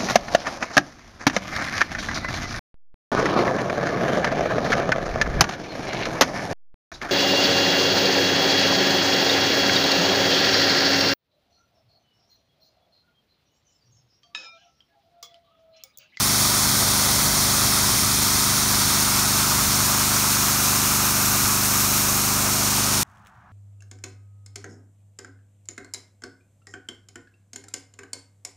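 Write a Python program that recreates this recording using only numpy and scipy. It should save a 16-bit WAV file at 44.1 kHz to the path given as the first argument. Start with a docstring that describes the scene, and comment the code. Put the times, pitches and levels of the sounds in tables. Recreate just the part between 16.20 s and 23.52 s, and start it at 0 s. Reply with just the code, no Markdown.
"""On a concrete driveway, a petrol pressure washer is at work, with its wand close to the microphone.
The one-cylinder engine drones as a sum of partials, and its rattle is noise that beats with the pump.
The jet is hissing noise with hard drops in it, the water roars on the slab, and air thumps the microphone.
The sound then cuts to the running machine, much fainter: a low hum, dull noise, a rustle and small ticks."""
import sys
import numpy as np
from scipy import signal
from scipy.fft import rfft, irfft, next_fast_len
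from scipy.io import wavfile

SR = 44100
rng = np.random.default_rng(int(sys.argv[2]) if len(sys.argv) > 2 else 0)


def store_pcm(level_fs):
    """Save levels as 16-bit WAV."""
    pcm = np.round(np.clip(level_fs, -1, 1) * 32767).astype(np.int16)
    wavfile.write(sys.argv[1], SR, np.atleast_2d(pcm).T)


N = 322803
T = np.arange(N) / SR  # time of every sample, in seconds
CUT_S = 6.8315  # the close work ends and the faint machine begins
TOP_HZ = 15720  # hardly anything is heard above this
PUMP_STROKES_PER_CYCLE = 6

# In every colour table, the levels only count relative to each other.

# The engine's governed speed, in firings per second.
GOVERNED_HZ = 25.079
# Under a sudden load the speed drops quickly and is won back slowly.
SAG_FALL_S, SAG_RECOVER_S = 0.07, 0.28
# Sags of the engine speed: lowest point t/s, depth/firings per second
SPEED_SAGS = [(.07, .11), (.3, .41), (1.26, .22), (1.66, .41), (2.92, .53), (4.13, .25), (4.84, .53),
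              (5.47, .26), (6.19, .17)]
# Piston strokes of one firing cycle: place in the cycle/0-1, level/dB
PISTON_STROKES = [(.026, -.9), (.265, -2.5), (.451, 0), (.716, .3)]
# Strength the muffler gives each partial: multiple of the firing rate, relative level/dB
EXHAUST_PARTIALS = [(1, -31.5), (2, -7), (3, -10.5), (4, 0.5), (5, -3), (6, -3), (7, -20.5), (8, 0.5),
                    (9, -6.5), (10, -7.5), (11, -3.5), (12, -14.5), (13, -30.5), (14, -10), (15, -9.5),
                    (16, -15), (17, -15), (18, -25.5)]

# Loudness of the engine and pump rattle: t/s, level/dB
RATTLE_LEVEL = [(0, -30), (1.8, -29.8), (3, -28.5), (5.2, -28.8), (6.4, -31.5), (6.8, -30)]
# Colour of the rattle: f/Hz, level/dB
RATTLE_COLOUR = [(100, -37.5), (270, -19), (480, -22), (600, -11), (800, -6), (1000, -1.5), (1130, -1),
                 (1230, 0.5), (1450, -1.5), (1650, -7), (1850, -13.5), (2300, -19), (2900, -30),
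                 (8000, -51.5)]

# The jet on the concrete: t/s, hiss level/dB, lift of the fine mist/dB
JET_LEVEL = [(0, -19.1, 1.8), (2.6, -19.5, 1), (3.05, -19.5, 0), (5.8, -20, 0.3), (6.82, -20.6, -2)]
# The wand swings to the right, then partly back: t/s, share of the way/0-1
WAND_SWING = [(0, 0), (2.7, 0.16), (2.9, 0.4), (4.2, 0.68), (5.2, 1), (6.1, .95), (6.8, 0.6)]
# Colour of the hiss at the left end of the swing: f/Hz, level/dB
HISS_LEFT_COLOUR = [(300, -32), (1500, -14.5), (2000, -4), (2500, -7), (2930, -4.5), (3400, -4),
                    (4400, -0.5), (5400, 1.5), (6800, -1), (7800, -6.5), (9000, -0.9), (10000, -3.5),
                    (12500, -9.5), (15700, -8.5)]
# Colour of the hiss at the right end of the swing: f/Hz, level/dB
HISS_RIGHT_COLOUR = [(300, -25), (1900, -10.5), (2500, -5.5), (3100, -11.5), (3900, -7), (4600, -6),
                     (5400, -2.5), (6600, -1.2), (7700, -5.5), (8800, -4.5), (10000, -6.5), (12500, -6),
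                     (15700, -8)]

# Loudness of the water's low roar on the slab: t/s, level/dB
ROAR_LEVEL = [(0, -38.5), (.9, -34), (2, -39), (5.7, -39.7), (6.2, -36), (6.8, -38)]
# Colour of the roar: f/Hz, level/dB
ROAR_COLOUR = [(150, -32), (300, -6.5), (460, -7.5), (600, -1), (750, -1), (1100, -8), (2000, -30.5)]

# The steady draught with the wand at each end of its swing.
DRAUGHT_LEFT_DB, DRAUGHT_RIGHT_DB = -38.5, -47
# Gusts on the microphone: peak t/s, spread to each side of it/s, level/dB
DRAUGHT_GUSTS = [(0.55, .07, -34), (1.1, .13, -34.5), (1.45, .1, -38), (1.82, 0.11, -35),
                 (2.68, .17, -35.5), (3.42, .08, -35), (3.61, .05, -36), (5.07, .05, -38), (5.24, .07, -37)]
# Colour of the draught: f/Hz, level/dB
DRAUGHT_COLOUR = [(15, -37), (32, -18.5), (48, -3.5), (70, 2.5), (100, 0), (160, -2.5), (240, -7.5),
                  (400, -16), (900, -41)]

# The noise behind the faint machine starts at this level and slowly rises.
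FAINT_START_DB, FAINT_RISE_DB_PER_S = -54.5, 4
# Colour of that noise: f/Hz, level/dB
FAINT_COLOUR = [(24, -38), (45, -11), (100, 3.5), (170, -9), (205, -1.5), (280, -25), (370, -21),
                (470, -29), (720, -8.5), (1000, -8.5), (1300, -7.5), (1650, -11.5), (2100, -23),
                (2700, -29), (4500, -39), (6200, -40), (15000, -54)]

# The rustle starts with the faint machine and dies away.
RUSTLE_START_DB, RUSTLE_FADE_DB_PER_S = -66, 31
# Small ticks: t/s, level/dB, share of dull knock/0-1
SMALL_TICKS = [(6.899, -64, .3), (6.972, -50, .6), (7.049, -50, .7), (7.061, -47, .9), (7.0698, -41, 0.2),
               (7.144, -58, .9)]
# Colour of the rustle and of the crisp part of a tick: f/Hz, level/dB
CRISP_COLOUR = [(300, -7), (1400, 6), (3000, -1), (4300, -7), (6500, 0), (9000, -7), (15000, -15)]
# Colour of the dull knock in a tick: f/Hz, level/dB
DULL_COLOUR = [(100, -12), (350, -4), (1400, -1), (2800, -4), (5000, -22), (12000, -35)]

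# Narrow dips made by the microphone port: f/Hz, width/Hz, level/dB
MICROPHONE_DIPS = [(4890, 300, -3.5), (10440, 700, -4)]


def amp(db):
    """Turns decibels into a gain."""
    return 10 ** (np.asarray(db) / 20)


def unit(x):
    """Scales a signal to an rms of 1."""
    return x / np.sqrt(np.mean(x ** 2) + 1e-20)


def curve(rows, axis=1):
    """Reads one column of a time table at every sample."""
    rows = np.asarray(rows)
    return np.interp(T, rows[:, 0], rows[:, axis])


def colour(x, points):
    """Filters by a spectrum drawn on a log-frequency axis, then scales to rms 1."""
    hz, db = np.transpose(points)
    f = np.fft.rfftfreq(len(x), 1 / SR)
    gain = amp(np.interp(np.log(f + 1), np.log(hz), db))
    return unit(irfft(rfft(x) * gain, len(x)))


def noise(points):
    """Makes steady noise of a given colour."""
    return colour(rng.standard_normal(next_fast_len(N)), points)[:N]


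def wander(rate_hz):
    """Makes a smooth random curve of rms 1, with little change faster than the given rate."""
    size = next_fast_len(N)
    f = np.fft.rfftfreq(size, 1 / SR)
    slow = rfft(rng.standard_normal(size)) / (1 + (f / rate_hz) ** 4)
    return unit(irfft(slow, size)[:N])


def hollow(x, hz, depth, width_hz=400):
    """Cancels a narrow band around a moving frequency."""
    # shift the band down to 0 Hz, smooth away the rest, then shift it back
    turn = np.exp(2j * np.pi * np.cumsum(hz) / SR)
    r = np.exp(-np.pi * width_hz / SR)
    low = signal.lfilter([1 - r], [1, -r], x / turn)
    band = 2 * (turn * low).real
    return x - np.clip(depth, 0, 1) * band


def firing_cycles():
    """Counts the engine's firings: a governed speed, with sags that share one shape."""
    speed = np.full(N, GOVERNED_HZ)
    for lowest_s, depth in SPEED_SAGS:
        side_s = np.where(T < lowest_s, SAG_FALL_S, SAG_RECOVER_S)
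        speed = speed - depth * np.exp(-abs(T - lowest_s) / side_s)
    return np.cumsum(speed) / SR


def pump_wave(cycle):
    """The pump's push: three strokes to each of the two engine turns in a firing cycle."""
    return np.cos(2 * np.pi * PUMP_STROKES_PER_CYCLE * cycle)


def swing():
    """Where the wand points: 0 is left, 1 is right."""
    return np.clip(curve(WAND_SWING), 0, 1)


def since_cut():
    """Seconds since the faint machine began."""
    return np.maximum(T - CUT_S, 0)


def exhaust(cycle, unsteady=0.034, jitter_cycles=0.0016):
    """Each piston stroke pushes a puff through the muffler, which colours the partials of the note."""
    order, db = np.transpose(EXHAUST_PARTIALS)
    # the puffs strengthen or weaken each other, differently for every partial
    puffs = -sum(amp(d) * np.exp(-2j * np.pi * order * place) for place, d in PISTON_STROKES)
    # the muffler holds the upper partials back a little
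    lags = np.angle(puffs) - 0.004 * order ** 2
    # no two firings are quite alike
    uneven = cycle + jitter_cycles * wander(14)
    note = np.zeros(N)
    # only the timing of the puffs is used: the table already gives the strengths
    for k, d, lag in zip(order, db, lags):
        note = note + amp(d) * np.cos(2 * np.pi * k * uneven + lag)
    return unit(note) * (1 + unsteady * wander(13.5))


def rattle(cycle, beat=0.12, flutter_db=1.0):
    """Valve gear and pump pistons shake the casing: noise that beats with the pump strokes."""
    strokes = 1 + beat * pump_wave(cycle)
    level_db = curve(RATTLE_LEVEL) + flutter_db * wander(30)
    return noise(RATTLE_COLOUR) * strokes * amp(level_db)


def water_impacts(drops_per_s=2500, drops_db=-9):
    """Water shatters on the concrete: dense noise with single hard drops of random strength."""
    size = next_fast_len(N)
    strength_db = 4 * np.minimum(rng.exponential(1, size), 2.5)
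    lands = rng.random(size) < drops_per_s / SR
    drops = rng.choice([-1, 1], size) * amp(strength_db) * lands
    return rng.standard_normal(size) + amp(drops_db) * unit(drops)


def jet(cycle, ripple=0.066, grit_fast_db=0.28, grit_slow_db=0.32, mist_hz=10500):
    """The impacts of the water make a hiss, coloured by the wand's swing and pulsing with the pump."""
    impacts = water_impacts()
    way = swing()
    left = colour(impacts, HISS_LEFT_COLOUR)[:N]
    right = colour(impacts, HISS_RIGHT_COLOUR)[:N]
    hiss = (1 - way) * left + way * right
    # a near reflection cancels one band, which rises and fills in as the wand swings away
    null_hz = 2870 + 250 * way
    null_depth = 0.73 * (1 - 1.4 * way)
    hiss = hollow(hiss, null_hz, null_depth)
    # the finest droplets give the top of the hiss
    high_pass = signal.butter(4, mist_hz, "high", fs=SR, output="sos")
    mist = signal.sosfiltfilt(high_pass, hiss)
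    hiss = hiss + mist * (amp(curve(JET_LEVEL, axis=2)) - 1)
    # the jet crosses pebbles and pits in the concrete
    grit_db = grit_fast_db * wander(70) + grit_slow_db * wander(11)
    pulse = 1 + ripple * pump_wave(cycle)
    return unit(hiss) * pulse * amp(curve(JET_LEVEL) + grit_db)


def roar(flutter_db=0.5):
    """The sheet of water driven across the slab: low noise with a slight flutter."""
    return noise(ROAR_COLOUR) * amp(curve(ROAR_LEVEL) + flutter_db * wander(14))


def draught(lumps_db=1.0):
    """Air dragged along by the spray thumps the microphone: less with the wand at the right, more in gusts."""
    steady = amp(DRAUGHT_LEFT_DB + (DRAUGHT_RIGHT_DB - DRAUGHT_LEFT_DB) * swing())
    power = steady ** 2
    for peak_s, spread_s, db in DRAUGHT_GUSTS:
        gust = amp(db) * np.exp(-0.5 * ((T - peak_s) / spread_s) ** 2)
        power = power + gust ** 2
    return noise(DRAUGHT_COLOUR) * np.sqrt(power) * amp(lumps_db * wander(6))


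def faint_machine(cycle, muffle_hz=220):
    """The running machine, faint and dull: its low exhaust hum and noise, without the hiss of the jet."""
    air_db = FAINT_START_DB + FAINT_RISE_DB_PER_S * since_cut()
    air = amp(air_db) * noise(FAINT_COLOUR)
    low_pass = signal.butter(2, muffle_hz, fs=SR, output="sos")
    # the gain acts on the whole exhaust note, before the low-pass takes its share
    hum = signal.sosfilt(low_pass, amp(-62) * exhaust(cycle, unsteady=0.2))
    return hum + air + rustle_and_ticks()


def rustle_and_ticks(decay_s=0.0012, tail_s=0.018, tail_db=-19, crinkle_db=3.5):
    """A soft uneven rustle, and short bursts of noise that are part crack and part knock."""
    crisp, dull = noise(CRISP_COLOUR), noise(DULL_COLOUR)
    rustle_db = RUSTLE_START_DB - RUSTLE_FADE_DB_PER_S * since_cut() + crinkle_db * wander(90)
    out = crisp * amp(rustle_db)
    for start_s, db, knock in SMALL_TICKS:
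        age = abs(T - start_s)
        # a quick fall, then a weaker and longer tail
        fall = (T >= start_s) * (np.exp(-age / decay_s) + amp(tail_db) * np.exp(-age / tail_s))
        out = out + amp(db) * fall * ((1 - knock) * crisp + knock * dull)
    return out


def scene():
    """The close work, then the abrupt cut to the faint machine; both channels are alike."""
    cycle = firing_cycles()
    close = amp(-29.0) * exhaust(cycle) + rattle(cycle) + jet(cycle) + roar() + draught()
    mono = np.where(T < CUT_S, close, faint_machine(cycle))
    return np.array([mono, mono])


def record(dry):
    """The microphone port dips two narrow bands, then a steep low-pass removes the very top."""
    size = next_fast_len(N + 4096)
    f = np.fft.rfftfreq(size, 1 / SR)
    port_db = sum(db * np.exp(-(2 * (f - hz) / width) ** 2) for hz, width, db in MICROPHONE_DIPS)
    heard = irfft(rfft(dry, size) * amp(port_db), size)[:, :N]
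    low_pass = signal.firwin(1023, TOP_HZ, window=("kaiser", 9), fs=SR)
    return signal.oaconvolve(heard, low_pass[None], "same")


dry = scene()
out = record(dry)
store_pcm(out)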